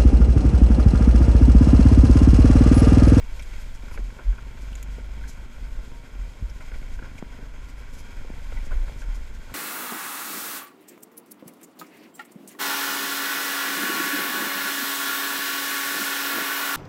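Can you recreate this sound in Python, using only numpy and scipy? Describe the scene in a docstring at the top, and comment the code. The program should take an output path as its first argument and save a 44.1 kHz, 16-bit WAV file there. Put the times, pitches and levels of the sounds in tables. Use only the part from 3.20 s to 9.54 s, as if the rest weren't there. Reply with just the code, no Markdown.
"""An all-terrain vehicle crawls over a leafy woodland trail, heard for six seconds from the rider's seat.
From the start, one cylinder putters above idle amid whirring machinery, uneven rumble and rustling leaves.
Rack clacks, crushed leaves and snapping twigs come early; near 1 s a bump heaves the body, which then shakes.
Around 4 s the engine runs a little faster among more knocks and clacks, shaped noise bursts in resonances.
Then it slows; knocks, heaves, clacks and crunches bunch up near 5.5 s, and a last long rattle ends the ride."""
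import sys
import numpy as np
from scipy import signal
from scipy.fft import rfft, irfft, next_fast_len
from scipy.io import wavfile
from scipy.ndimage import uniform_filter1d, map_coordinates

SR = 44100
rng = np.random.default_rng(int(sys.argv[2]) if len(sys.argv) > 2 else 0)


def digitize_waveform(pressure):
    """Quantize a signal to 16-bit integers and store it at the path in sys.argv[1].

    Rows of a 2-D input are taken as channels; values are limited to [-1, 1].
    """
    field = np.atleast_2d(pressure).T
    bounded = np.clip(field, -1, 1)
    quanta = np.round(bounded * 32767).astype(np.int16)
    wavfile.write(sys.argv[1], SR, quanta)


N = 279592

# load on the drive: t/s, machinery base level/dB, chassis drone base level/dB
DRIVE_LOAD = [(0, -53, -52.5), (.45, -53, -53), (.85, -53.5, -49.5), (1.25, -54.5, -50.5), (1.7, -54, -50),
              (2.2, -54, -51), (2.8, -56, -49.5), (3.55, -53, -51), (4.2, -54.5, -50.5),
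              (4.6, -53.5, -51.5), (5.2, -52, -50.5), (5.55, -51.5, -48), (6.05, -53.5, -52),
              (6.34, -55.5, -48.5)]
# resonances of the engine case and drive: f/Hz, width/Hz, relative level/dB
CASE_RESONANCES = [(567, 630, -0.5), (908, 220, 1), (1059, 98, 3), (1421, 176, 6), (1557, 160, 5.5),
                   (2040, 740, 2), (2287, 270, 1.5), (2590, 530, -7.5), (3235, 203, -0.5), (5100, 440, -8),
                   (6480, 560, -10.5)]


def amp(db):
    """Turn decibels into a plain factor."""
    return 10 ** (np.asarray(db) / 20)


def unit(x):
    """Scale a sound to an rms of 1."""
    return x / np.sqrt(np.mean(x ** 2) + 1e-20)


def curves(rows):
    """One value per sample for each column after the time."""
    times, *columns = np.transpose(rows)
    return [np.interp(np.arange(N) / SR, times, column) for column in columns]


def wobble(rate):
    """A smooth random curve through 'rate' random points a second."""
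    knots = rng.standard_normal(int(N * rate / SR) + 4)
    steps = np.arange(10 * len(knots)) / 10
    smooth = map_coordinates(knots, [steps])
    return np.interp(np.arange(N) * rate / SR, steps, smooth)


def filtered(x, response):
    """Shape a sound by a complex response, given as a function of frequency in Hz."""
    size = next_fast_len(len(x) + SR // 4)
    spectrum = rfft(x, size) * response(np.fft.rfftfreq(size, 1 / SR))
    return irfft(spectrum, size)[:len(x)]


def coloured(x, points):
    """Give a sound a spectrum drawn through (Hz, dB) points, at an rms of 1."""
    f, db = np.transpose(points)
    return unit(filtered(x, lambda hz: amp(np.interp(np.log(hz + 1), np.log(f), db))))


def resonance(f, centre, width):
    """A damped resonance: it passes its centre frequency fully and less on either side."""
    return 1j * f * width / (centre * centre - f * f + 1j * f * width)


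def ring(x, modes):
    """Sum resonances (Hz, width in Hz, dB); squaring narrows them and steepens their sides."""
    return filtered(x, lambda f: sum(amp(db) * resonance(f, c, width) ** 2 for c, width, db in modes))


def contact(f, edge_hz):
    """A soft contact passes little above its edge."""
    return 1 / (1 - (f / edge_hz) ** 2 + 1j * np.sqrt(2) * f / edge_hz)


def add(track, s, db, sound):
    """Mix a sound into a track from time s (seconds), its peak at db."""
    part = track[max(round(s * SR), 0):][:len(sound)]
    part += amp(db) * sound[:len(part)] / np.abs(sound).max()


def burst(t60, attack=0.00057):
    """Noise with a quick rise and a tail that falls 60 dB in t60 seconds (at least 4 ms)."""
    t = np.arange(SR // 4) / SR
    envelope = amp(-60 * t / max(t60, .004)) * (1 - np.exp(-t / attack))
    return rng.standard_normal(len(t)) * envelope


def engine(jolt, jolt_db=1.08, puff_share=0.31, clatter_share=0.14, decay_cycles=0.31, drone_db=-3.0,
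           scatter_db=5, tick_db=4):
    """Each firing drives the exhaust note, a puff into the chassis and clatter in the case."""
    # engine speed just above idle: t/s, firing rate before a slight wobble/Hz
    firing_rate = [(0, 23.6), (.2, 24.2), (.52, 23.3), (.7, 24.25), (1, 24.1), (1.15, 22.8), (1.4, 24.1),
                   (1.7, 23.9), (2, 24.8), (2.2, 24.25), (2.3, 23.6), (2.43, 24.3), (2.6, 23.6),
                   (2.77, 25.1), (2.92, 25.5), (3.08, 24.8), (3.2, 24.8), (3.35, 23.8), (3.5, 25.3),
                   (3.63, 24.7), (3.8, 25.8), (3.97, 26.1), (4.15, 25.3), (4.53, 26.1), (4.8, 25.5),
                   (4.9, 24.7), (5.1, 23.9), (5.3, 24.2), (5.5, 23.6), (5.63, 24.4), (5.83, 24.4),
                   (6.04, 22.3), (6.2, 22.9), (6.34, 24.2)]
    # spectrum of the chassis drone: f/Hz, relative level per Hz/dB
    drone_spectrum = [(60, -35), (110, 3.5), (170, -3.5), (245, 2), (340, -3.5), (460, -5), (600, -6),
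                      (760, -14), (1100, -13), (2500, -41.5)]
    rate, = curves(firing_rate)
    machine_db, chassis_db = curves(DRIVE_LOAD)
    cycle = np.cumsum(rate * (1 + .008 * wobble(24))) / SR  # firings so far

    firing = unit(np.exp(-(cycle % 1) / decay_cycles) * amp(scatter_db * wobble(24)))
    breath = rng.standard_normal(N) * (1 - puff_share + puff_share * firing)
    puffs = coloured(breath, drone_spectrum)
    chassis = amp(chassis_db) * (exhaust(cycle) + amp(drone_db) * puffs)

    # the crank turns twice for each firing, and the machinery ticks along with it
    ticking = unit(np.exp(-(2 * cycle % 1) / decay_cycles) * amp(tick_db * wobble(50)))
    ticks = 1 - clatter_share + clatter_share * ticking
    clatter = 0
    for mode in CASE_RESONANCES:
        clatter = clatter + ring(rng.standard_normal(N) * ticks, [mode]) * amp(wobble(7))
    machinery = amp(machine_db + jolt_db * jolt) * unit(clatter)
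    return shaking(cycle) + whine() + chassis + machinery


def exhaust(cycle, note_db=-6.5, uneven_db=3):
    """One throb for each firing, uneven in strength, built from multiples of the firing rate."""
    # exhaust note: multiple of the firing rate, relative level/dB
    note = [(1, 6), (3, 3.5), (4, -2), (5, -0.5), (6, -8), (7, -10), (8, -10.5), (9, -7.5), (10, -7.5),
            (11, -9.5)]
    throbs = np.zeros(N)
    for k, db in note:
        # the pipe holds back the phase of multiples above the fifth and advances those below
        lag = np.arctan(k - 5)
        drift = .5 * wobble(3) + .3 * wobble(14)
        throbs += amp(db) * np.cos(2 * np.pi * round(k) * (cycle - .12) - lag + drift)
    return np.sqrt(2) * amp(note_db + uneven_db * wobble(18)) * throbs


def shaking(cycle, rest_db=-56, fade_s=0.1):
    """The body swings with the crankshaft, twice for each firing, and resonates for a while at times."""
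    # spells of resonance: middle of fade-in t/s, middle of fade-out t/s, swing added to the rest/dB
    spells = [(0, 0.595, -44), (1.186, 1.32, -38), (1.39, 2.078, -33.5)]
    t = np.arange(N) / SR
    swing = amp(rest_db)
    for start, end, db in spells:
        swing = swing + amp(db) * np.clip(np.minimum(t - start, end - t) / fade_s + .5, 0, 1)
    return np.sqrt(2) * swing * amp(wobble(21.2)) * np.sin(2 * np.pi * 2 * cycle)


def whine(whine_db=-68.5, flutter_db=4.0):
    """The belt drive sings faintly, gliding with its speed; belt slip makes the line waver and break up."""
    # whine of the belt drive, which lags behind the engine: t/s, pitch before slip/Hz
    glide = [(0, 897), (.2, 921), (.56, 896), (.72, 930), (.85, 912), (1.6, 914), (1.88, 937), (2.08, 930),
             (2.22, 907), (2.42, 925), (2.58, 900), (2.72, 928), (3.12, 947), (3.3, 924), (3.62, 940),
             (4.1, 960), (4.52, 994), (4.85, 945), (5.1, 909), (5.38, 932), (5.5, 898), (5.75, 932),
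             (6.05, 885), (6.34, 910)]
    slip = .005 * wobble(22) + .004 * wobble(70)
    turns = np.cumsum(curves(glide)[0] * (1 + slip)) / SR
    return np.sqrt(2) * amp(whine_db + flutter_db * wobble(12)) * np.sin(2 * np.pi * turns)


def ride(lurch_db=2.0):
    """Rough ground keeps the machine rumbling; bumps swing its body for a moment."""
    # roughness of the ground: t/s, rumble level before random lurches/dB
    roughness = [(0, -30.5), (.3, -31.5), (.85, -33.5), (.97, -42), (1.3, -39), (1.65, -41.5), (1.9, -36),
                 (2.24, -37.5), (2.53, -28.5), (2.88, -41.5), (3, -35.5), (3.15, -38.5), (3.3, -33),
                 (3.4, -40.5), (3.5, -33), (3.75, -32), (3.94, -42.5), (4.07, -36.5), (4.55, -37),
                 (5.03, -33), (5.13, -32), (5.55, -30), (5.77, -35.5), (6, -29.5), (6.34, -38)]
    # spectrum of the rumble: f/Hz, relative level per Hz/dB
    rumble_spectrum = [(8, -7), (16, 3), (26, -1), (48, -3), (60, -12.5), (80, -17.5), (130, -39),
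                       (250, -67.5)]
    # the body heaves over bumps: crest t/s, peak level/dB, f/Hz, half length/s
    heaves = [(0.834, -23.5, 41.5, 0.054), (1.096, -11.5, 42, 0.03), (2.606, -26.5, 48.4, 0.048),
              (3.019, -27.5, 43.4, 0.066), (3.248, -21, 48, 0.023), (5.404, -21, 27.5, .028),
              (5.548, -19, 24, 0.05), (5.594, -17.5, 31.6, 0.048), (5.564, -20.5, 49.7, 0.033),
              (5.918, -21.5, 36, 0.078)]
    rumble = coloured(rng.standard_normal(N), rumble_spectrum)
    # dividing by the running loudness leaves the ground to set the level
    swell = np.sqrt(np.abs(uniform_filter1d(rumble ** 2, size=3000)) + 0.0097)
    out = rumble / swell * amp(curves(roughness)[0] + lurch_db * wobble(12))
    for s, db, hz, half in heaves:
        t = np.arange(N) / SR - s
        out += amp(db) * np.exp(-(t / half) ** 2) * np.cos(2 * np.pi * hz * t)
    return out


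def knocks(relative_width=0.59, judder_db=-49, judder_s=0.097):
    """A short push into the damped chassis, which judders on faintly; softer contacts lose upper range."""
    # dull chassis knocks: t/s, peak level of the push/dB, pitch f/Hz, upper edge f/Hz
    pushes = [(0.784, -42, 524, 750), (0.793, -32, 254, 560), (.992, -41, 328, 700),
              (1.521, -38.5, 476, 800), (1.783, -33, 440, 457), (1.7874, -38, 426, 460),
              (3.214, -32, 65, 170), (3.2248, -24, 63.6, 219), (3.618, -36, 179, 500),
              (3.797, -39, 228, 500), (3.823, -35, 234, 700), (4.0256, -22, 210, 1270),
              (4.19, -40, 410, 520), (5.048, -37, 400, 800), (5.102, -27, 230, 596), (5.324, -37, 480, 800),
              (5.513, -38, 603, 900), (5.528, -36, 520, 900), (5.696, -36.5, 600, 900)]
    out = np.zeros(N)
    for s, db, hz, edge_hz in pushes:
        judder = burst(judder_s)
        push = signal.unit_impulse(len(judder))
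        body = lambda f: resonance(f, hz, relative_width * hz) * contact(f, edge_hz)
        add(out, s, db, filtered(push, body))
        add(out, s, judder_db, filtered(judder, body))
    return out


def rack(main_width_hz=420, main_db=2, blow=4, rise_s=0.00047):
    """The padded load strikes the rack and chatters on plastic panels; little sounds above the main ring."""
    # the rack rattles: t/s, peak level/dB, main ring f/Hz, t60 of the chatter/s
    clacks = [(0.194, -36.5, 2120, 0.14), (0.333, -38, 2080, 0.058), (0.681, -38.5, 1530, 0.079),
              (0.711, -39, 1350, 0.083), (0.741, -39.5, 2290, 0.17), (0.7755, -29, 1550, 0.024),
              (0.903, -41, 1570, 0.032), (0.989, -35.5, 1360, 0.12), (1.126, -42, 1480, 0.043),
              (1.181, -37, 1440, 0.04), (2.038, -37.5, 1590, 0.053), (3.405, -36, 1410, 0.13),
              (3.516, -38.5, 1500, 0.027), (3.54, -39, 2070, 0.062), (3.627, -40, 1490, 0.016),
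              (3.79, -34, 1540, 0.036), (3.824, -36.5, 1480, 0.06), (3.843, -36.5, 1480, 0.044),
              (3.856, -41, 1500, 0.065), (3.98, -38.5, 2220, 0.086), (5.321, -36.5, 1390, 0.045),
              (5.371, -36.5, 1990, 0.083), (5.508, -40, 1190, 0.06), (5.516, -31.5, 1440, 0.07),
              (5.535, -39, 1450, .04), (5.678, -36.5, 1430, 0.041), (5.818, -37, 1500, 0.094),
              (6.295, -38.5, 1460, 0.24)]
    # rack and plastic panels: f/Hz, width/Hz, relative level before scatter/dB
    panels = [(572, 294, -2.5), (1077, 290, 1), (1520, 560, -1.5), (2060, 950, -3.5)]
    out = np.zeros(N)
    for s, db, hz, chatter_s in clacks:
        chatter = burst(chatter_s, attack=rise_s)
        chatter[0] += blow  # the first hit
        # each strike excites the panels a little differently
        modes = [(pitch, width, level + rng.normal(0, 1.8)) for pitch, width, level in panels]
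        modes.append((hz, main_width_hz, main_db))
        padded = filtered(chatter, lambda f: contact(f, 1.65 * hz) ** 2)
        add(out, s, db, ring(padded, modes))
    return out


def jiggle(jiggle_db=-10, spike_db=7, jolt_db=2.5, taps_per_s=60):
    """Loose parts keep ticking against the rack: random taps ring the same resonances as the engine case."""
    strength = amp(spike_db * rng.random(N) + jolt_db * wobble(3.9))
    taps = (rng.random(N) < taps_per_s / SR) * strength
    return amp(curves(DRIVE_LOAD)[0] + jiggle_db) * unit(ring(taps, CASE_RESONANCES))


def twigs(snap_db=-1, snap_width=0.21, snap_s=0.03, splinter_db=-17, wood_db=-7):
    """A twig breaks with a short bright ring, a woody crack and a spray of splinters."""
    # twigs snap: t/s, peak level before snap_db/dB, pitch f/Hz
    snaps = [(0.194, -38.5, 3230), (0.195, -37.5, 5370), (0.2233, -41, 3200), (0.223, -41, 7950),
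             (1.528, -41, 2830), (1.5526, -32, 6700), (1.6266, -33.5, 7000), (1.627, -37.5, 11800),
             (3.2976, -40, 5470)]
    out = np.zeros(N)
    for s, db, hz in snaps:
        modes = [(hz, snap_width * hz, 0), (11500, 2500, splinter_db), (2300, 2200, wood_db)]
        add(out, s, db + snap_db, ring(burst(snap_s, attack=0.00068), modes))
    return out


def leaves(jolt, crunch_db=-2, jolt_db=0.9, release_s=0.017):
    """Tyres roll over a bed of dry leaves and press thicker clumps until they give way."""
    # depth of the leaf litter under the tyres: t/s, rustle level before jolts/dB
    litter = [(0, -57.5), (.3, -55.5), (1.1, -60), (1.55, -58), (2.4, -59.5), (3, -61), (3.5, -58.5),
              (4.3, -62.5), (4.6, -60.5), (5.2, -57.5), (5.55, -57), (6.34, -59.5)]
    # spectrum of the rustle: f/Hz, relative level per Hz/dB
    leaf_spectrum = [(1000, -36), (2400, 2.5), (3700, 3), (4500, 1), (5200, -0.5), (5900, -2), (6600, 0),
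                     (7500, 0), (8300, -4), (9400, -10), (11300, -7.5), (13000, -9.5), (15300, -8.5)]
    # crushed clumps: crush t/s, peak level before crunch_db/dB, fizz over crackle/dB, build-up/s
    crunches = [(.23, -40.5, -6, 0.025), (.412, -40.5, -2, .012), (.555, -43, -12, 0.016),
                (.745, -39.5, 1, 0.026), (1.425, -44, -10, 0.016), (1.73, -46, -10, 0.023),
                (2.091, -36, -9, 0.014), (2.135, -44.5, -11, 0.028), (3.414, -45.5, -20, .01),
                (3.752, -44.5, -15, 0.044), (3.985, -41.5, -16, 0.0096), (4.498, -44.5, -7, 0.012),
                (4.59, -51, 2, .02), (4.745, -42, -5, 0.023), (4.8, -37, -2, 0.025),
                (5.46, -43, -12, 0.015), (5.812, -40, -15, 0.038), (5.955, -43, -9, .012),
                (6.15, -44, -12, .012)]
    rustle = coloured(cracks(grain_db=1.5, flutter_db=1.04), leaf_spectrum)
    out = amp(curves(litter)[0] + jolt_db * jolt) * rustle
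    t = np.arange(SR * 2 // 5) / SR - 1 / 5  # seconds from the crush
    grains = cracks(grain_db=3.3, flutter_db=1.2)
    for s, db, fizz_db, build_s in crunches:
        press = np.exp(-(t / np.where(t < 0, build_s, release_s)) ** 2)
        clump = np.roll(grains, -round(s * SR))[:len(t)] * press  # other grains for each clump
        crackle, fizz = (5920, 5000, 0), (10420, 2400, fizz_db)
        add(out, s + t[0], db + crunch_db, ring(clump, [crackle, fizz]))
    return out


def cracks(grain_db, flutter_db):
    """Noise broken up into tiny dry cracks."""
    return rng.standard_normal(N) * amp(grain_db * wobble(1500) + flutter_db * wobble(25))


def scene():
    """Everything is close and dry in the open woods; small jolts stir machinery and leaves together."""
    jolt = unit(wobble(16) + wobble(40))
    vehicle = engine(jolt) + ride() + knocks() + rack() + jiggle()
    return (vehicle + twigs() + leaves(jolt))[None]


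def record(dry, dull_hz=13500, top_hz=15350):
    """The microphone fades in the top treble and keeps nothing from its band limit upwards."""
    microphone = lambda hz: (hz < top_hz) / np.sqrt(1 + (hz / dull_hz) ** 10)
    return np.array([filtered(channel, microphone) for channel in dry])


dry = scene()
out = record(dry)
digitize_waveform(out)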